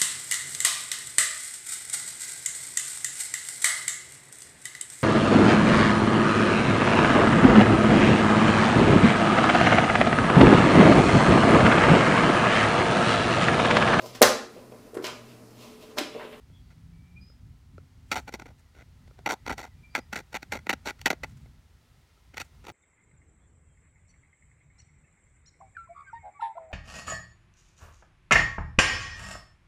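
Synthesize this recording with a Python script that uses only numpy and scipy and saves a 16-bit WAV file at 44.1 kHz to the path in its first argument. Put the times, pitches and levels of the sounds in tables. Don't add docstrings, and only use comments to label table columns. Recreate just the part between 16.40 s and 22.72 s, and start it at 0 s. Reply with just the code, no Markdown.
import sys
import numpy as np
from scipy import signal
from scipy.fft import rfft, irfft
from scipy.io import wavfile
from scipy.ndimage import uniform_filter1d

SR = 44100
rng = np.random.default_rng(int(sys.argv[2]) if len(sys.argv) > 2 else 0)


def master(y):
    cut = np.clip(np.atleast_2d(y).T, -1, 1)
    pcm = np.round(cut * 32767)
    wavfile.write(sys.argv[1], SR, pcm.astype(np.int16))


N = 278712
TIME = np.arange(N) / SR
TOP_HZ = 16000

# t/s, level/dB
RUMBLE_LEVELS = [(0, -52), (.65, -50), (1.25, -56), (1.42, -47.5), (1.52, -51), (1.7, -50), (2.2, -53),
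                 (2.55, -53), (3.17, -48), (3.45, -54), (3.8, -50.5), (3.88, -60.5), (4.25, -50),
                 (4.9, -53.5), (5.4, -57.5), (5.75, -61), (6.1, -51.5), (6.32, -52)]
HISS_LEVELS = [(0, -69), (1.2, -69.5), (2.5, -69), (4.9, -66.5), (5.4, -69), (6.32, -67.5)]
# f/Hz, relative level/dB
RUMBLE_SPECTRUM = [(12, -52), (20, -20), (31, -15), (54, 0.5), (80, -1), (150, -7.5), (177, -15),
                   (245, -17), (268, -16.5), (292, -25.5), (400, -37), (520, -64), (880, -120)]
HISS_SPECTRUM = [(190, -36.5), (330, -3), (363, 0), (568, -6.5), (757, -4), (1010, -4.5), (1150, -8),
                 (1320, -3.5), (1530, -8), (2100, -5.5), (2280, -8.5), (4600, -11), (15000, -22.5)]
CLOTH_SPECTRUM = [(200, -7), (600, -3), (2000, -0.5), (4500, -8.5), (7500, -4), (11000, -14), (16000, -16)]
# t/s, length/s, first f/Hz, last f/Hz, top level/dB, wobble/share of the pitch
BIRD_NOTES = [(0.096, 0.147, 3350, 3320, -71.5, .04), (0.138, .26, 4600, 4520, -81, .02),
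              (.44, 0.48, 2256, 2430, -71, 0.016), (.752, .056, 2404, 2412, -53.5, 0.0073),
              (0.796, 0.072, 4880, 5010, -63, 0.0065), (.845, 0.096, 5034, 5050, -60, 0.0088),
              (3.308, 0.17, 2350, 2410, -78, 0.012), (3.425, 0.052, 2340, 2384, -55.5, 0.0068),
              (3.51, 0.073, 2400, 2370, -62.5, 0.0143), (3.49, 0.087, 4590, 4930, -68, .007),
              (3.545, 0.12, 4950, 4870, -69, .007)]
# t/s, level/dB
FALLING_CALLS = [(2.21, -83), (2.59, -83), (2.94, -78), (3.27, -76), (3.58, -75), (6.05, -85)]
# t/s, peak level/dB
BLADE_TAPS = [(.1, -56), (.9, -52.5), (1.381, -37.5), (2.711, -48.5), (5.776, -58.5)]
# f/Hz, width/Hz, relative level/dB
TAP_RESONANCES = [(400, 160, 3), (550, 170, 1), (1350, 210, -1), (2350, 590, -19.5), (4170, 220, -20),
                  (5900, 2700, -33)]
# t/s, f/Hz, level/dB, wobble/share of the pitch
ENGINE_HUM = [(.28, 156, -65, 0.012), (.35, 159.6, -57, .008), (.55, 170, -55, 0.0058),
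              (.63, 169.7, -66.5, 0.017), (.73, 177, -55.5, 0.01), (.83, 192, -60, .008),
              (.98, 195, -86, .008)]
# t/s, length/s, teeth/count,
# first tooth's ring level/dB, fade to the last tooth/dB, knock above ring/dB, rasp above ring/dB
BLADE_CATCHES = [(0.301, 0.042, 1, -64, 0, -7, -10), (1.7146, 0.023, 3, -23, 10, -8, -7),
                 (1.7405, 0.0076, 1, -40, 0, 5.5, -3), (1.7552, 0.021, 3, -33, 0, 3, -6),
                 (1.7779, 0.025, 4, -36.5, 14, -0.5, -4), (1.877, 0.02, 2, -42.5, 1, 0.5, -7.5),
                 (1.923, 0.01, 1, -51.5, 4, -2, -4), (1.938, .021, 3, -38, 13.5, -1, -3),
                 (1.996, 0.0062, 1, -44, 0, 0, -6), (2.019, 0.0034, 1, -41, 0, 5, -10),
                 (2.0553, 0.067, 3, -52, 18, 1, -9), (2.348, 0.061, 5, -63, -4, 1, -8),
                 (2.407, 0.02, 2, -57, -2, -2, -11.5), (2.6744, 0.012, 1, -66, 0, 7, -5),
                 (2.789, 0.003, 1, -54, 0, 8, -6), (2.859, 0.023, 2, -26, 8.5, 1, -10.5),
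                 (2.8892, 0.027, 3, -31, -3.5, -1.5, -7.5), (2.918, 0.025, 3, -37, 10, 7.5, 1),
                 (3.0624, 0.0045, 1, -36, 0, -1.5, -7), (3.0739, .01, 2, -36.5, -3.5, 4.5, -7.5),
                 (3.0941, .023, 3, -31, 5, 0.5, -12), (3.1228, 0.023, 2, -39, 13, -0.5, -7),
                 (3.1782, .044, 4, -40, 8, 0.5, -4.5), (3.2274, 0.031, 3, -44, 4.5, 0.5, -7),
                 (3.2616, 0.023, 2, -57, 4.5, -1, -8), (3.5497, 0.022, 3, -22.5, 10, -9.5, -12),
                 (3.5757, .021, 2, -40, 1.5, 5, -6), (3.726, 0.03, 2, -34, 9, -5, -9),
                 (3.7565, .058, 4, -32, 17.5, -5.5, -8), (3.9285, 0.0035, 1, -42, 0, -1, -5),
                 (3.9417, .031, 4, -34, -0.5, -3.5, -8), (4.0272, 0.0039, 1, -37, 0, 1.5, -5.5),
                 (4.1194, .033, 3, -29.5, 12.5, -3.5, -8.5), (4.1513, .028, 2, -40.5, 1.5, 0.5, -8),
                 (4.1887, 0.0048, 1, -42.5, 0, -7, -11), (4.2674, 0.0028, 1, -31.5, 0, -2, -12.5),
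                 (4.2928, .024, 3, -22.5, 10, -7, -10), (4.328, 0.011, 2, -28.5, 2, -1.5, -6),
                 (4.456, .021, 3, -42.5, -8.5, 6.5, -1.5), (4.4758, .035, 5, -33, 3.5, -4.5, -7.5),
                 (4.5915, .003, 1, -51.5, 0, -6, -5), (4.6136, 0.0032, 1, -43, 0, -3, 3.5),
                 (4.657, 0.026, 4, -18, 16, -6.5, -7), (4.7016, .017, 2, -23.5, 8, -3, -7.5),
                 (4.7282, .005, 1, -36.5, -3, 8.5, -6), (4.833, 0.015, 2, -31, 4.5, -5, -11),
                 (5.057, 0.011, 1, -63, 4, 5, -12), (5.9415, 0.0047, 1, -47.5, -3, -1, -9),
                 (5.9692, 0.015, 2, -36, -2.5, -9.5, -6), (5.999, 0.021, 3, -37.5, -1, -6.5, -2.5),
                 (6.24, 0.016, 2, -56.5, -4, 3, -4), (6.2668, 0.0053, 1, -47.5, -5, 5, -0.5),
                 (6.281, 0.025, 3, -48, -0.5, 7.5, -4)]
# t/s, first f/Hz, second f/Hz, third f/Hz, thud boost/dB, relative level of splintering/dB
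SAW_STROKES = [(0, 800, 1380, 2040, 14, -20), (1.7, 790, 1365, 2060, -8, -17),
               (1.75, 817, 1410, 2020, -9.5, -19), (1.85, 800, 1440, 2040, -3, -15),
               (2.3, 710, 1450, 2050, 0, -25), (2.85, 816, 1390, 2010, -10.5, -14),
               (2.885, 815, 1430, 2040, -9.5, -34), (3.05, 812, 1440, 2005, -9.5, -47),
               (3.54, 815, 1396, 2080, -5.5, -16), (3.7, 820, 1460, 1980, -1, -31),
               (3.9, 780, 1460, 1940, -4.5, -10), (4.1, 850, 1450, 2060, -5.5, -33),
               (4.25, 834, 1406, 1950, -3, -7.5), (4.44, 830, 1450, 2000, -6.5, -12),
               (4.58, 810, 1430, 1910, -5.5, -5.5), (4.695, 830, 1440, 2050, -0.5, -11.5),
               (4.8, 863, 1435, 2030, -3, -11.5), (5.9, 815, 1394, 1970, -3, -6.5)]
# width/Hz, relative level/dB
MAIN_RESONANCES = [(260, 0), (230, 0), (240, 0)]
# f/Hz, width/Hz, level before the stroke's boost/dB
THUD_RESONANCES = [(243, 290, 2), (383, 205, -1), (534, 360, 0)]
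# f/Hz, width/Hz, relative level/dB
HIGH_RESONANCES = [(1620, 77, -8), (2240, 830, -7), (2330, 210, -19), (3017, 120, -17.5),
                   (3360, 180, -14.5), (3746, 410, -12.5), (4080, 140, -13.5), (4448, 505, -11),
                   (5400, 200, -17.5), (5766, 640, -11.5), (6400, 200, -14), (7060, 1800, -18),
                   (8850, 2000, -25), (12200, 3400, -26.5), (14600, 2600, -29.5)]
# t/s, length/s, top level/dB
HAND_BRUSHES = [(1.62, 0.29, -64.5), (2.17, 0.055, -72), (4.82, 0.14, -67), (4.959, 0.028, -67),
                (4.953, 0.13, -73), (5.922, 0.19, -65.5)]


def undb(db):
    return 10 ** (np.asarray(db) / 20)


def unit(x):
    return x / np.sqrt(np.mean(x ** 2))


def curve(rows):
    s, *columns = np.transpose(rows)
    return [np.interp(TIME, s, column) for column in columns]


def add(track, s, sound):
    i = int(s * SR)
    track[i:i + len(sound)] += sound[:max(N - i, 0)]


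def drift(per_s):
    hold = int(SR / per_s)
    steps = np.repeat(rng.standard_normal(N // hold + 1), hold)
    return unit(uniform_filter1d(uniform_filter1d(steps, hold), hold)[:N])


def noise(spectrum):
    hz, db = np.transpose(spectrum)
    f = np.maximum(np.fft.rfftfreq(N, 1 / SR), 1)
    gain = undb(np.interp(np.log(f), np.log(hz), db))
    return unit(irfft(rfft(rng.standard_normal(N)) * gain, N))


def swell(s, length):
    return np.sin(np.pi * np.clip((TIME - s) / length, 0, 1)) ** 2


def tone(hz, wobble, wobbles_per_s):
    pitch = hz * (1 + wobble * drift(wobbles_per_s))
    return np.sqrt(2) * np.sin(2 * np.pi * np.cumsum(pitch) / SR)


def rumble():
    return noise(RUMBLE_SPECTRUM) * undb(curve(RUMBLE_LEVELS)[0] + 3 * drift(per_s=14))


def hiss():
    return noise(HISS_SPECTRUM) * undb(curve(HISS_LEVELS)[0] - 0.5 * drift(per_s=4.1))


def birds(flutter_db=2, call_s=.11):
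    song = np.zeros(N)
    for s, length, first_hz, last_hz, db, wobble in BIRD_NOTES:
        glide = np.interp(TIME, [s, s + length], [first_hz, last_hz])
        song += undb(db) * swell(s, length) * tone(glide, wobble, wobbles_per_s=400)
    song *= undb(flutter_db * drift(per_s=63))
    t = np.arange(int(call_s * SR)) / SR
    call = 2 * np.hanning(len(t)) * signal.chirp(t, f0=2200, t1=call_s, f1=1720)
    for s, db in FALLING_CALLS:
        add(song, s, undb(db) * call)
    return song + undb(-9) * garden_echo(song, fade_s=.33, dull_hz=6000, build_s=0.0033)


def garden_echo(sound, fade_s, dull_hz, build_s, size=32768):
    t = np.arange(size) / SR
    build_up = 1 - np.exp(-(t / build_s) ** 2)
    tail = rng.standard_normal(size) * undb(-60 * t / fade_s) * build_up
    tail = signal.sosfilt(signal.butter(1, dull_hz, fs=SR, output="sos"), tail)
    return signal.fftconvolve(sound, tail / np.sqrt(np.sum(tail ** 2)))[:N]


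def wood_ring(resonances, low_hz, high_hz, size=2048):
    f = np.maximum(np.fft.rfftfreq(size, 1 / SR), 1)
    peaks = [undb(db) / (1 + (2 * (f - hz) / width) ** 2) for hz, width, db in resonances]
    edge_cut = (1 + (low_hz / f) ** 12) * (1 + (f / high_hz) ** 12)
    gain = np.sqrt(sum(peak ** 2 for peak in peaks) / edge_cut) + 1e-4
    cepstrum = irfft(np.log(gain))
    cepstrum[1:size // 2] *= 2
    cepstrum[size // 2 + 1:] = 0
    return irfft(np.exp(rfft(cepstrum)))[:size // 2]


def taps():
    ring = wood_ring(TAP_RESONANCES, low_hz=200, high_hz=12000)
    out = np.zeros(N)
    for s, db in BLADE_TAPS:
        add(out, s, undb(db) * ring / np.abs(ring).max())
    return out


def engine():
    hz, db, wobble = curve(ENGINE_HUM)
    heard = (TIME > ENGINE_HUM[0][0]) * (TIME < ENGINE_HUM[-1][0])
    return tone(hz, wobble, wobbles_per_s=23.2) * undb(db) * heard


def wood_bands(stroke):
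    _, *main_hz, thud_db, splinter_db = stroke
    resonances = [(hz, width, db) for hz, (width, db) in zip(main_hz, MAIN_RESONANCES)]
    resonances += [(hz, width, db + thud_db) for hz, width, db in THUD_RESONANCES]
    resonances += [(2370, 990, splinter_db)]
    resonances += HIGH_RESONANCES
    bands_hz = [(165, 1100), (1100, 3100), (3100, TOP_HZ)]
    return [wood_ring(resonances, low, high) for low, high in bands_hz]


def bites(hold_share=.66, timing_scatter=.02, depth_scatter_db=0.9, knock_scatter_db=2):
    for s, length, teeth, first_db, fade_db, knock_db, rasp_db in BLADE_CATCHES:
        spacing = length / teeth
        for k, (late, deep, hollow) in enumerate(rng.standard_normal((teeth, 3))):
            start = s + spacing * (k + timing_scatter * late * (k > 0))
            lost_db = fade_db * k / max(teeth - 1, 1)
            ring = first_db - lost_db + depth_scatter_db * deep
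            knock = ring + knock_db + 0.46 * lost_db + knock_scatter_db * hollow
            rasp = ring + rasp_db + .2 * lost_db
            yield start, hold_share * spacing, (knock, ring, rasp)


def tooth_force(t, length, slide_db, snaps_per_s=3600, scatter_db=4.5,
                approach_s=0.0046, rise_s=0.0011, release_s=0.0016, run_out_s=0.0074):
    before, held, after = np.maximum(-t, 0), np.maximum(t, 0), np.maximum(t - length, 0)
    grip = (1 - np.exp(-(held / rise_s) ** 2)) * np.exp(-.35 * held / length - after / release_s)
    slide = undb(slide_db) * np.exp(-before / approach_s - after / run_out_s)
    breaks = rng.random(len(t)) < snaps_per_s / SR
    snaps = breaks * undb(scatter_db * rng.standard_normal(len(t))) * rng.choice([-1, 1], len(t))
    rub = 0.24 * rng.standard_normal(len(t))
    return np.hypot(grip, slide) * (snaps + rub)


def saw(slide_db=-53.5):
    t = np.arange(-.03, .06, 1 / SR)
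    starts = [stroke[0] for stroke in SAW_STROKES]
    woods = [wood_bands(stroke) for stroke in SAW_STROKES]
    out = np.zeros(N)
    for s, length, levels_db in list(bites()):
        _, ring_db, _ = levels_db
        force = tooth_force(t, length, min(slide_db - ring_db, -15))
        bands = woods[np.searchsorted(starts, s) - 1]
        for band, db in zip(bands, levels_db):
            sound = signal.fftconvolve(force, band)
            average_size = np.sqrt(np.sum(sound ** 2) / (length * SR))
            add(out, s + t[0], undb(db) * sound / average_size)
    return out


def cloth(grain_db=3):
    rubbing = sum(undb(db) * swell(s, length) for s, length, db in HAND_BRUSHES)
    return noise(CLOTH_SPECTRUM) * rubbing * undb(grain_db * drift(per_s=300))


def scene(near_db=-34.0, far_db=-48.5):
    sawing = saw() + taps()
    near = undb(near_db) * garden_echo(sawing, fade_s=0.19, dull_hz=3530, build_s=0.0047)
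    far = undb(far_db) * garden_echo(sawing, fade_s=0.54, dull_hz=3000, build_s=.02)
    return (sawing + near + far + cloth() + birds() + rumble() + hiss() + engine())[None]


def record(dry):
    return signal.sosfilt(signal.ellip(10, .2, 80, TOP_HZ, fs=SR, output="sos"), dry)


dry = scene()
out = record(dry)
master(out)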